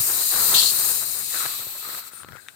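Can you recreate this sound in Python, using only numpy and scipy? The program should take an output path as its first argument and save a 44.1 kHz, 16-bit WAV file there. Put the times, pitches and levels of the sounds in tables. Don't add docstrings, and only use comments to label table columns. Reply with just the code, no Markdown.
import sys
import numpy as np
from scipy import signal
from scipy.fft import rfft, irfft
from scipy.io import wavfile
from scipy.ndimage import map_coordinates

SR = 44100
rng = np.random.default_rng(int(sys.argv[2]) if len(sys.argv) > 2 else 0)


def master(y):
    cut = np.clip(np.atleast_2d(y).T, -1, 1)
    pcm = np.round(cut * 32767)
    wavfile.write(sys.argv[1], SR, pcm.astype(np.int16))


N = 112454
TIME = np.arange(N) / SR
BIN_HZ = np.fft.rfftfreq(N, 1 / SR)


def from_db(db):
    return 10 ** (np.asarray(db) / 20)


def rms_one(x):
    return x / np.sqrt(np.mean(x ** 2, axis=-1, keepdims=True) + 1e-20)


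def in_time(rows):
    seconds, *columns = np.transpose(rows)
    return [np.interp(TIME, seconds, column) for column in columns]


def leftward(pan_db):
    pan_db = np.atleast_1d(pan_db)
    return from_db(np.array([0 * pan_db, -pan_db]))


def coloured(points, shared_power=0):
    hz, *columns = np.transpose(points)
    log_hz = np.log(np.maximum(BIN_HZ, 1))
    gain = from_db([np.interp(log_hz, np.log(hz), column) for column in columns])
    white = rng.standard_normal((3, N))
    share = np.clip(shared_power, 0, 1)
    stereo = np.sqrt(1 - share) * white[:2] + np.sqrt(share) * white[2]
    return rms_one(irfft(rfft(stereo) * gain, N))


def flicker(corner_hz, depth_db):
    r = np.exp(-2 * np.pi * corner_hz / SR)
    slow = signal.lfilter([1], [1, -2 * r, r * r], rng.standard_normal(N + SR))[SR:]
    return rms_one(from_db(depth_db * rms_one(slow)))


def resonator(hz, width_hz):
    r = np.exp(-np.pi * width_hz / SR)
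    b = (1 - r * r) / 2 * np.array([1, 0, -1])
    a = [1, -2 * r * np.cos(2 * np.pi * hz / SR), r * r]
    return b, a


def decay(start_s, t60_s):
    return (TIME >= start_s) * from_db(-60 * np.maximum(TIME - start_s, 0) / t60_s)


def with_walls(x, room_db, t60_s):
    wall_delay_s = 0.0012
    walls = rms_one(rng.standard_normal((2, N)) * decay(wall_delay_s, t60_s)) / np.sqrt(N)
    wet = from_db(room_db)
    scatter = signal.fftconvolve(np.atleast_2d(x), walls, axes=1)[:, :N]
    return (x + wet * scatter) / np.sqrt(1 + wet ** 2)


def hiss():
    # time in seconds, left level in dB, left minus right in dB, power share of the top (0-1).
    flow = [(.26, -19, 5, .59), (.46, -16, 5, 0.64), (.57, -16.5, 2, 0.62), (.63, -19, 3.5, 0.42),
            (.76, -18.5, 5, 0.63), (.9, -18, 5.5, 0.56), (1.06, -24, 7.5, 0.57), (1.29, -25, 7.5, 0.52),
            (1.39, -22, 5, 0.49), (1.68, -29.5, 6.5, 0.73), (1.95, -30, 4.5, 0.63), (1.99, -27.5, 5, 0.68),
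            (2.02, -39.5, 4.5, 0.58), (2.08, -34.5, 9, 0.48), (2.11, -48, 4, 0.6), (2.135, -38.5, 7, 0.53),
            (2.22, -45, 4, 0.36), (2.245, -50.5, 9, 0.46), (2.33, -50.5, 2, .65), (2.41, -45, 14, 0.3),
            (2.55, -50, 6, 0.36)]
    # frequency in Hz, left dB, right dB.
    strong_colour = [(1520, -25, -13), (2720, -20.5, -6.5), (3360, -26.5, -8), (4220, -16, -5.5),
                     (5100, -11.5, -4.5), (6330, -15.5, -2), (6640, -6, 0), (7440, -6, 2.5),
                     (9150, -2.5, 1.5), (10340, -9, -18), (11400, -5.5, 5.5), (12460, 1.5, -3),
                     (14670, 2, 2.5), (16500, -29, -3.5)]
    weak_colour = [(1430, -19.5, -18), (2650, -8, -2), (2980, -13.5, -4), (3800, -4, -3),
                   (5000, -10.5, -6.5), (5960, -15, 1.5), (6520, -7.5, -17), (7820, -0.5, 7.5),
                   (9300, -4.5, -5), (10160, -11, -3), (11500, -3, -6), (12450, 4.5, 4.5),
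                   (14100, 3.5, 1.5), (15400, -1.5, -27)]
    pressure_fall_s = (1.18, 1.56)
    top_above_hz, flutter_hz, flutter_db = 11050, 28, 0.62

    level_db, pan_db, bright = in_time(flow)
    bright = np.clip(bright, 0, 1)
    spent = np.interp(TIME, pressure_fall_s, [0, 1])
    air = np.sqrt(1 - spent) * coloured(strong_colour) + np.sqrt(spent) * coloured(weak_colour)
    top = irfft(rfft(air) * (BIN_HZ > top_above_hz), N)
    air = np.sqrt(bright) * rms_one(top) + np.sqrt(1 - bright) * rms_one(air - top)
    return air * from_db(level_db) * leftward(pan_db) * flicker(flutter_hz, flutter_db)


def seat_whistle():
    start_s, end_s, edge_s = 2.121, 2.234, 0.003
    level_db, pan_db = -41, 17
    gate = np.clip(np.minimum(TIME - start_s, end_s - TIME) / edge_s, 0, 1)
    seat = resonator(hz=8960, width_hz=1000)
    band = signal.lfilter(*seat, rng.standard_normal((2, N)))
    band = signal.lfilter(*seat, band)
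    return rms_one(band) * gate * from_db(level_db) * leftward(pan_db)


def surge():
    # frequency in Hz, left dB, right dB.
    burst_colour = [(2250, -49, -45), (2700, -17.5, 1), (3520, -10, 8), (3880, -6, 7), (4300, 3.5, -9),
                    (4670, -6, 8), (5000, -11, -5.5), (6400, -21, 0), (7560, -7.5, -20), (8300, -11, -8),
                    (10500, -30, -22)]
    start_s, attack_s, hold_s = .541, 0.0038, 0.044
    end_s, release_s = 0.704, 0.0071
    level_db, pan_db = -12.5, 9
    step_after_hold_db, sag_db_per_s = 0.5, 61
    start_flat, settle_s = .06, .03
    wander_hz, wander_db = 25.4, 0.16
    low_below_hz, low_fade_db_per_s = 4200, 51
    rough_hz, rough_db = 84, 1.2

    age = np.maximum(TIME - start_s, 0)
    after_hold = np.maximum(age - hold_s, 0)
    gate = np.clip(age / attack_s, 0, 1) * np.exp(-np.maximum(TIME - end_s, 0) / release_s)
    envelope_db = level_db + step_after_hold_db * (age > hold_s) - sag_db_per_s * after_hold

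    speed = flicker(wander_hz, wander_db) - start_flat * np.exp(-age / settle_s)
    place = np.cumsum(speed)
    jet = np.array([map_coordinates(side, [place], order=3) for side in coloured(burst_colour)])

    low = irfft(rfft(jet) * (BIN_HZ < low_below_hz), N)
    jet = jet - low + low * from_db(-low_fade_db_per_s * after_hold)
    return jet * gate * from_db(envelope_db) * flicker(rough_hz, rough_db) * leftward(pan_db)


def tank_ring():
    # time in seconds, level in dB.
    ring_level = [(0, -25.5), (.06, -54), (.15, -31.5), (.45, -27), (.62, -27.5), (.8, -29.5),
                  (1.02, -35.5), (1.28, -37.5), (1.37, -31), (1.52, -33.5), (1.72, -42.5), (1.97, -37.5),
                  (2.12, -54.5), (2.55, -62)]
    # frequency in Hz, width in Hz, relative level in dB.
    ring_modes = [(4260, 280, 10), (3990, 75, 11), (4270, 33, 5), (3960, 74, -21), (4480, 40, -5),
                  (4720, 25, 0)]
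    pan_db = 13
    drive = coloured([(2500, -10), (3800, 2.0), (4900, 2.5), (7000, -29)])
    ring = 0
    for hz, width_hz, mode_db in ring_modes:
        mode = signal.lfilter(*resonator(hz, width_hz), drive)
        ring = ring + from_db(mode_db) * rms_one(mode)
    return rms_one(ring) * from_db(in_time(ring_level)[0]) * leftward(pan_db)


def turbulence():
    # time in seconds, level in dB.
    roar_level = [(0, -41), (.11, -39.5), (.21, -39), (.29, -48), (.33, -33), (.42, -40), (.53, -32),
                  (.58, -35), (.73, -39.5), (.83, -35), (1.05, -45), (1.28, -51.5), (1.36, -41),
                  (1.52, -49.5), (1.66, -48), (1.82, -51.5), (1.98, -44), (2.04, -63), (2.3, -56),
                  (2.41, -68)]
    draught_level = [(0, -47.5), (.29, -57), (.38, -47), (.53, -42), (.58, -45.5), (.81, -48), (1.05, -52),
                     (1.85, -65), (1.97, -57), (2.03, -73), (2.24, -59), (2.315, -46), (2.39, -74)]
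    # frequency in Hz, level in dB.
    roar_colour = [(100, -11), (220, -7), (380, 1.5), (600, -1), (1300, 5.5), (2000, -1.5), (2600, -13),
                   (4000, -22)]
    draught_colour = [(25, -41), (70, 3), (130, 2.5), (200, -0.5), (400, -17), (1000, -47)]
    sputter_hz, sputter_db = 13.6, 3
    roar_pan_db, draught_pan_db = 2, 5

    roar = coloured(roar_colour, shared_power=0.47) * flicker(sputter_hz, sputter_db)
    roar = roar * from_db(in_time(roar_level)[0]) * leftward(roar_pan_db)
    draught = coloured(draught_colour) * from_db(in_time(draught_level)[0])
    return roar + draught * leftward(draught_pan_db)


def finger_rub():
    # time in seconds, level in dB, resonance of the gap under the fingers in Hz.
    rub = [(1.28, -53, 2300), (1.34, -37.5, 1590), (1.41, -30, 1260), (1.455, -30, 1270), (1.48, -37, 1240),
           (1.55, -43, 1190), (1.64, -69, 1310), (1.79, -54, 1270), (1.85, -37, 1270), (2.0, -41, 1320),
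           (2.12, -46.5, 1320), (2.3, -49.5, 1330), (2.37, -39, 1500), (2.405, -48, 1610),
           (2.42, -49.5, 1540), (2.55, -58, 1490)]
    # frequency in Hz, level in dB.
    scrape_colour = [(60, -33), (400, -7.5), (2200, 1), (2900, -16), (6000, -12)]
    gap_width_hz, pan_db = 176, 25
    grain_hz, grain_db = 99, 3
    scrape_db = -8
    scrape_end_s = 2.378

    level_db, gap_hz = in_time(rub)
    friction = coloured(scrape_colour) * flicker(grain_hz, grain_db)
    hollow, state = np.zeros((2, N)), np.zeros((2, 2))
    block = 128
    for i in range(0, N, block):
        b, a = resonator(gap_hz[i], gap_width_hz)
        hollow[:, i:i + block], state = signal.lfilter(b, a, friction[:, i:i + block], zi=state)
    scrape = from_db(scrape_db) * friction * (TIME < scrape_end_s)
    return rms_one(rms_one(hollow) + scrape) * from_db(level_db) * leftward(pan_db)


def finger_bumps():
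    # time in seconds, thud dB, knock dB, tick dB (before the low cut), left minus right in dB.
    bumps = [(.002, -21, -29, -55, 30), (.1, -49, -36, -17.5, 6), (0.34, -48, -27, -16.5, 19),
             (1.455, -47, -43, -16, 22), (1.461, -30, -40, -14.5, 18), (1.597, -36, -29, -48, 26),
             (1.669, -35, -24, -41, 29), (1.875, -60, -26.5, -42, 25), (1.891, -58, -24, -44, 21),
             (1.948, -48, -35, -30, 3), (2.135, -60, -35.5, -32, 20), (2.233, -39, -54, -24.5, 18),
             (2.247, -42, -28.5, -30, 6.5), (2.287, -38, -28.5, -25.5, 14), (2.322, -31, -38, -29, 15),
             (2.332, -33, -32, -33, 17), (2.354, -53, -27, -49, 26), (2.36, -55, -42, -27.5, 28),
             (2.368, -39, -51, -25, 24)]
    # nominal frequency in Hz, t60 in seconds.
    casing_modes = [(120, .05), (500, 0.0069), (1430, 0.0068)]
    detune_spread, low_cut_hz = .1, 98
    crack_band_hz, crack_db, crack_t60_s = (600, 3000), -7, 0.011

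    band = signal.butter(2, crack_band_hz, "band", fs=SR, output="sos")
    crack = from_db(crack_db) * rms_one(signal.sosfilt(band, rng.standard_normal((2, N))))
    out = 0
    for start_s, thud_db, knock_db, tick_db, pan_db in bumps:
        hit = from_db(tick_db) * crack * decay(start_s, crack_t60_s)
        for mode_db, (hz, t60_s) in zip((thud_db, knock_db, tick_db), casing_modes):
            detuned_hz = hz * np.exp(detune_spread * rng.standard_normal())
            sine = np.sin(2 * np.pi * detuned_hz * (TIME - start_s))
            hit = hit + from_db(mode_db) * decay(start_s, t60_s) * sine
        out = out + hit * leftward(pan_db)
    return signal.sosfilt(signal.butter(2, low_cut_hz, "high", fs=SR, output="sos"), out)


def switch_click():
    # frequency in Hz, t60 in seconds, relative level in dB.
    click_modes = [(1420, 0.007, 2.5), (1830, 0.0057, 7.5), (2410, 0.003, 8), (3730, 0.0094, 0.5),
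                   (6100, .005, -6), (8250, 0.0051, -3), (11100, .004, -7)]
    start_s, level_db, pan_db = 2.4852, -25, 10.5
    snap = 0
    for k, (hz, t60_s, mode_db) in enumerate(click_modes):
        sine = np.sin(2 * np.pi * hz * (TIME - start_s))
        snap = snap + (-1) ** k * from_db(mode_db) * decay(start_s, t60_s) * sine
    return from_db(level_db) * with_walls(snap, room_db=-7.5, t60_s=.07) * leftward(pan_db)


def room_floor():
    # frequency in Hz, level in dB.
    floor_colour = [(20, -21), (120, -3.5), (250, -7), (800, -10), (3000, -29), (15000, -32)]
    level_db = -61
    return from_db(level_db) * coloured(floor_colour)


def scene():
    air = with_walls(hiss() + seat_whistle(), room_db=-2.5, t60_s=0.056)
    air = air + surge() + tank_ring() + turbulence()
    return air + finger_rub() + finger_bumps() + switch_click() + room_floor()


def record(dry):
    ceiling, cutoff_hz = .9, 15800
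    rounded = dry / (1 + (dry / ceiling) ** 6) ** (1 / 6)
    low_pass = signal.ellip(12, .05, 60, cutoff_hz, fs=SR, output="sos")
    return signal.sosfiltfilt(low_pass, rounded)


dry = scene()
out = record(dry)
master(out)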